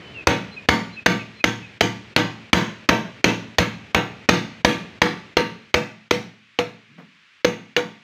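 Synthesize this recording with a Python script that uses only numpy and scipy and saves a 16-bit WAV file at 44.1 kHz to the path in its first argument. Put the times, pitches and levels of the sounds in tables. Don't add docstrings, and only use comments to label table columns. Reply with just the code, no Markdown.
import sys
import numpy as np
from scipy import signal
from scipy.fft import rfft, irfft
from scipy.io import wavfile
from scipy.ndimage import uniform_filter1d, minimum_filter1d

SR = 44100
rng = np.random.default_rng(int(sys.argv[2]) if len(sys.argv) > 2 else 0)


def inscribe(sig):
    pcm = np.round(np.clip(np.atleast_2d(sig).T, -1, 1) * 32767)
    wavfile.write(sys.argv[1], SR, pcm.astype(np.int16))


N = 354123
RING_TIME = np.arange(SR) / SR

# (time [s], murmur level [dB], hiss level [dB])
YARD_LEVELS = [(0, -41, -45.5), (1.3, -50, -47), (5.1, -45.5, -47), (6.2, -72, -55), (8.03, -75, -52.5)]
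# (time [s], length [s], level [dB])
WHISTLES = [(0.135, 0.096, -31), (.562, 0.038, -28.5), (0.961, 0.051, -29.5), (1.179, 0.058, -34.5),
            (1.398, .036, -29), (1.616, 0.056, -37.5)]
# (time [s], length [s], pitch [Hz], level [dB])
LEAD_NOTES = [(0, .17, 3036, -45), (0.509, .05, 4100, -42.5), (0.918, .05, 4080, -44),
              (1.348, 0.081, 4130, -48.5)]

# (frequency [Hz], level [dB])
MURMUR_SPECTRUM = [(25, -9.5), (50, -15), (76, 2), (110, 0.5), (220, -2), (400, -4), (800, -12),
                   (2000, -20.5), (5000, -59)]
HISS_SPECTRUM = [(150, -21), (700, -16), (1100, -1.5), (1700, 4), (2450, 6.5), (3300, 0.5), (5000, -9),
                 (7000, -17), (9500, -30.5), (15000, -42)]
CRACK_SPECTRUM = [(100, -8.5), (250, 12), (500, 3), (900, 3), (1500, -0.5), (2300, 1.5), (3300, -1.5),
                  (4500, -3.5), (5400, -11.5), (6400, -6), (7300, -36), (11500, -34), (14400, -23.5),
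                  (16000, -49)]
BOOM_SPECTRUM = [(60, -24), (100, -6), (135, 7.5), (175, 15.5), (290, 4), (380, -12.5), (480, -14),
                 (700, -52)]
LID_SPECTRUM = [(250, -10.5), (450, 3), (700, -3), (1200, -4.5), (2300, -2.5), (3100, -6), (4300, -9.5),
                (5000, -14.5), (6600, -14), (7300, -25.5), (9000, -29.5), (12000, -37.5), (14400, -35.5),
                (15700, -44)]

# (pitch [Hz], level [dB], time to fade by 60 dB [s])
SHELL_MODES = [(175.5, 1.5, 0.32), (217.4, -3, 0.68), (272.6, 1.5, 0.43), (313, 8, 0.27),
               (348.8, 2.5, 0.37)]
HOLLOW_MODE = [(485, 0, .25)]
DRUMHEAD_MODE = [(113.5, 0, .58)]
LID_MODES = [(748, -8, .32), (870, -11, .42), (922, 0, .34), (1172, -5, .42), (1324, -11, .32),
             (1551, -2, .31), (1634, -9, .3), (1688, -8, .3), (1713, -8, .28), (1794, -8, .27),
             (1956, -8, .36), (1976, -8, .38), (2083, -11, .36), (2180, -10, .38), (2225, -9, .35),
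             (2332, -9, .33), (2842, -11, .35), (3410, -13, .38), (3694, -15, .36), (4002, -16, .33)]
HAMMER_MODES = [(14210, -4, .22), (14300, -1, .28), (14380, 0, .28), (14480, -5, .2)]
# (pitch [Hz], level when free [dB], level when wedged [dB], time to fade by 60 dB [s])
BLADE_MODES = [(5470, -16, 0, .25), (6205, -1, -9, .22), (6250, 1, -6, .2), (6540, -8, -14, .3),
               (9950, -34, -18, .3)]

# (time [s], depth [0-1])
BLADE_DEPTH = [(0, 0), (4.7, 0.29), (5.8, 1), (6.6, 1), (8.03, 0.18)]
# (time [s], drum level [dB], scrape level [dB])
NUDGES = [(6.885, -45, -73), (6.93, -49, -70), (6.978, -41.5, -38.5), (7.64, -49, -62)]
# (time [s], force [dB], tear length [s], tear pitch [Hz], hardness of contact [dB],
# shove against the ground [dB])
BLOWS = [(0.2708, 2.5, 0.0032, 1570, -2, -0.5), (0.6872, 3, 0.0063, 1850, -4.5, 1.5),
         (1.0609, 1, 0.0062, 1800, -1, -11), (1.4407, -2.5, 0.0052, 1650, 0.5, -11),
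         (1.8086, -1.5, 0.0054, 425, 1, -12), (2.1632, 0.5, 0.002, 2200, 0, -17),
         (2.5307, 4, 0.006, 2480, -4, 0.5), (2.8895, 3.5, 0.0077, 1630, -6, -5),
         (3.2425, 2.5, 0.0042, 1900, -1.5, -9), (3.5842, 0.5, 0.0052, 670, -5, -3.5),
         (3.9464, 1, 0.0043, 2350, -8, -7), (4.289, 3, 0.0076, 1340, 1, -2),
         (4.6471, 3.5, 0.0061, 490, -2, -3.5), (5.017, 1.5, 0.0061, 2230, -5.5, -12),
         (5.369, 0, .0041, 470, -5, -14.5), (5.7413, -1, 0.0066, 2000, -3.5, -5),
         (6.1092, -3.5, 0.0053, 577, -1.5, -17.5), (6.5888, -6.5, 0.0024, 516, -8.5, -32),
         (7.4461, -4, .0075, 500, 0, -18), (7.765, -5.5, .003, 2780, -6.5, -32)]
PART_LEVELS = {"crack": (6, 1, 0.5, -1), "drumhead": (-22, 0.18, 0.45, -15),
               "boom": (-1.04, 1.09, 0.48, -1.5), "hollow": (-14.5, 0.75, 0.1, 4.5),
               "lid": (-5, 0.9359, 0.05, -1), "rattle": (-6.5, 1.4, 0.23, 1), "ping": (-27.5, .4, 1, -1.5),
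               "zing": (-49.5, 1, 0.5, -2)}


def undb(db):
    return 10 ** (np.asarray(db) / 20)


def add(track, s, sound):
    start = max(int(s * SR), 0)
    part = sound[:max(len(track) - start, 0)]
    track[start:start + len(part)] += part


def colour(x, spectrum):
    hz, db = np.transpose(spectrum)
    f = np.fft.rfftfreq(len(x), 1 / SR) + 1e-9
    gain = undb(np.interp(np.log(f), np.log(hz), db)) * np.minimum(f / hz[0], 1) ** 2
    return irfft(rfft(x) * gain / np.sqrt(np.mean(gain ** 2)), len(x))


def brighten(spectrum, db, low_hz=3000, high_hz=11000):
    return [(hz, level + db / (1 + (low_hz / hz) ** 4 + (hz / high_hz) ** 4)) for hz, level in spectrum]


def fade(t60):
    return np.exp(-np.log(1000) * RING_TIME / t60)


def ring(modes, scatter_db, detune):
    out = np.zeros(SR)
    for (hz, db, t60), (weight, bend, side) in zip(modes, rng.standard_normal((len(modes), 3))):
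        t = RING_TIME[:int(t60 * SR)]
        wave = np.sin(2 * np.pi * hz * (1 + detune * bend) * t) * np.exp(-np.log(1000) * t / t60)
        add(out, 0, np.sign(side) * undb(db + scatter_db * weight) * wave)
    return out


def crowded_modes(pattern, spectrum, kept):
    mixed = np.sqrt(kept) * pattern + np.sqrt(1 - kept) * rng.standard_normal(SR)
    return colour(mixed, spectrum)


def yard():
    t = np.arange(N) / SR
    times, murmur_db, hiss_db = np.transpose(YARD_LEVELS)
    murmur = undb(np.interp(t, times, murmur_db)) * colour(rng.standard_normal(N), MURMUR_SPECTRUM)
    hiss = undb(np.interp(t, times, hiss_db)) * colour(rng.standard_normal(N), HISS_SPECTRUM)
    return murmur + hiss


def bird(end_hz=2420, fall_hz_per_s=4800, waver=.008, echo_db=-8):
    out = np.zeros(N)
    falling = [(s, length, end_hz, fall_hz_per_s, db) for s, length, db in WHISTLES]
    steady = [(s, length, hz, 0, db) for s, length, hz, db in LEAD_NOTES]
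    for s, length, last_hz, fall, db in falling + steady:
        progress = np.linspace(0, 1, int(length * SR))
        wobble = np.interp(progress, np.linspace(0, 1, 12), rng.standard_normal(12))
        hz = (last_hz + fall * length * (1 - progress)) * (1 + waver * wobble)
        tone = np.sin(2 * np.pi * np.cumsum(hz) / SR)
        add(out, s, undb(db) * np.sin(np.pi * progress) * tone)
    houses = rng.standard_normal(SR) * fade(.35)
    echo = signal.fftconvolve(out, houses / np.linalg.norm(houses))[:N]
    return out + undb(echo_db) * echo


def nudges(swell_s=0.0077):
    out = np.zeros(N)
    swell = 1 - np.exp(-RING_TIME / swell_s)
    for s, drum_db, scrape_db in NUDGES:
        drum = colour(rng.standard_normal(SR), BOOM_SPECTRUM) * fade(0.51)
        scrape = colour(rng.standard_normal(SR), brighten(LID_SPECTRUM, -21)) * fade(0.24)
        add(out, s, swell * (undb(drum_db) * drum + undb(scrape_db) * scrape))
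    return out


def thump(hz=78, t60=0.072):
    return np.sin(2 * np.pi * hz * RING_TIME) * fade(t60)


def boom(pattern, crowd_db=-18.5, shell_db=-22, t60=0.53):
    shell = ring(SHELL_MODES, scatter_db=2, detune=.012)
    crowd = crowded_modes(pattern, BOOM_SPECTRUM, kept=0.34) * fade(t60)
    return undb(crowd_db) * crowd + undb(shell_db) * shell


def hollow(depth, width, clonk_db=5, clonk_t60=.16, muffle_db=11, rise_hz=3):
    hz, db, t60 = HOLLOW_MODE[0]
    clonk = width * undb(clonk_db - muffle_db * depth) * fade(clonk_t60)
    tone = np.sin(2 * np.pi * (hz + rise_hz * width) * RING_TIME)
    return undb(db) * (fade(t60) + clonk) * tone


def drumhead(depth, wedged_db=8):
    return undb(wedged_db * depth) * ring(DRUMHEAD_MODE, scatter_db=0, detune=.006)


def landing_spot(spectrum, ripple_db=4.0, count=90):
    points_hz, db = np.transpose(spectrum)
    hz = np.geomspace(points_hz[0] + 1200, points_hz[-1] + 1200, count) - 1200
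    ripple = ripple_db * np.clip(rng.standard_normal(count), -2, 2)
    return list(zip(hz, np.interp(np.log(hz), np.log(points_hz), db) + ripple))


def cut_edge(spectrum, t60=0.3, count=40):
    points_hz, db = np.transpose(spectrum)
    modes = [(hz, np.interp(hz, points_hz, db), t60) for hz in rng.uniform(600, 5000, count)]
    return ring(modes, scatter_db=1, detune=0)


def lid(pattern, spectrum, depth, force_db, muffle_db=6, t60=0.46, top_t60=0.36):
    crowd = crowded_modes(pattern, spectrum, kept=.3)
    body = signal.sosfiltfilt(signal.butter(4, 7500, fs=SR, output="sos"), crowd)
    treble = crowd - body
    stretch = np.exp(0.0073 * force_db)
    shimmer = body * fade(t60 * stretch) + treble * fade(top_t60 * stretch)
    clear = ring(LID_MODES, scatter_db=2.5, detune=.001)
    return undb(-14) * shimmer + undb(-15 - muffle_db * depth) * clear + undb(-25) * cut_edge(spectrum)


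def shimmer_burst(spectrum, t60=0.12):
    return colour(rng.standard_normal(SR), spectrum) * fade(t60)


def blade_ping(depth):
    modes = [(hz, free + depth * (wedged - free), t60) for hz, free, wedged, t60 in BLADE_MODES]
    return ring(modes * 2, scatter_db=1.5, detune=.003) / np.sqrt(2)


def hammer_zing():
    return ring(HAMMER_MODES * 2, scatter_db=2, detune=.006)


def crack(length, tear_hz, hardness_db, rise_s=0.00015, squawk_db=3):
    rise = np.minimum(RING_TIME / rise_s, 1)
    sticking = np.exp(-np.maximum(RING_TIME - .8 * length, 0) / .002)
    rip = rise * sticking * colour(rng.standard_normal(SR), brighten(CRACK_SPECTRUM, .5 * hardness_db))
    squawk = signal.lfilter(*signal.iirpeak(tear_hz, Q=4, fs=SR), rip)
    return rip + undb(squawk_db) * squawk


def hammering(widens_from_s=3.84, widens_for_s=1.72):
    out = np.zeros(N)
    shell_pattern, lid_pattern = rng.standard_normal((2, SR))
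    for s, force_db, length, tear_hz, hardness_db, shove_db in BLOWS:
        depth = np.interp(s, *np.transpose(BLADE_DEPTH))
        width = np.clip((s - widens_from_s) / widens_for_s, 0, 1)
        spectrum = landing_spot(brighten(LID_SPECTRUM, hardness_db))
        parts = [crack(length, tear_hz, hardness_db),
                 drumhead(depth),
                 boom(shell_pattern),
                 hollow(depth, width),
                 lid(lid_pattern, spectrum, depth, force_db),
                 shimmer_burst(spectrum),
                 blade_ping(depth),
                 hammer_zing()]
        for part, (base_db, per_force, per_hardness, wide_db) in zip(parts, PART_LEVELS.values()):
            db = base_db + per_force * force_db + per_hardness * hardness_db + wide_db * width
            add(out, s, undb(db) * part)
        add(out, s, undb(shove_db) * thump())
    return out


def scene():
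    return (hammering() + nudges() + bird() + yard())[None]


def limiter(x, threshold_db=-12, share=0.63, look_ahead_s=.024, recovery_db_per_s=290):
    power = uniform_filter1d(x ** 2, size=220)
    level_db = 10 * np.log10(np.maximum(power, 1e-12))
    cut_db = share * np.maximum(level_db - threshold_db, 0)
    reach = int(look_ahead_s * SR) // 2
    cut_db = -minimum_filter1d(-cut_db, 2 * reach + 1, origin=-reach)
    recovery = recovery_db_per_s * np.arange(N) / SR
    cut_db = np.maximum.accumulate(cut_db + recovery) - recovery
    return x * undb(-uniform_filter1d(cut_db, size=400))


def record(dry, low_cut_hz=60, high_cut_hz=15700):
    x = signal.sosfilt(signal.butter(3, low_cut_hz, "high", fs=SR, output="sos"), dry[0])
    x = undb(-0.5) * limiter(x)
    x = .9 * x / (1 + x ** 8) ** (1 / 8)
    return signal.sosfilt(signal.ellip(8, .2, 70, high_cut_hz, fs=SR, output="sos"), x)[None]


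dry = scene()
out = record(dry)
inscribe(out)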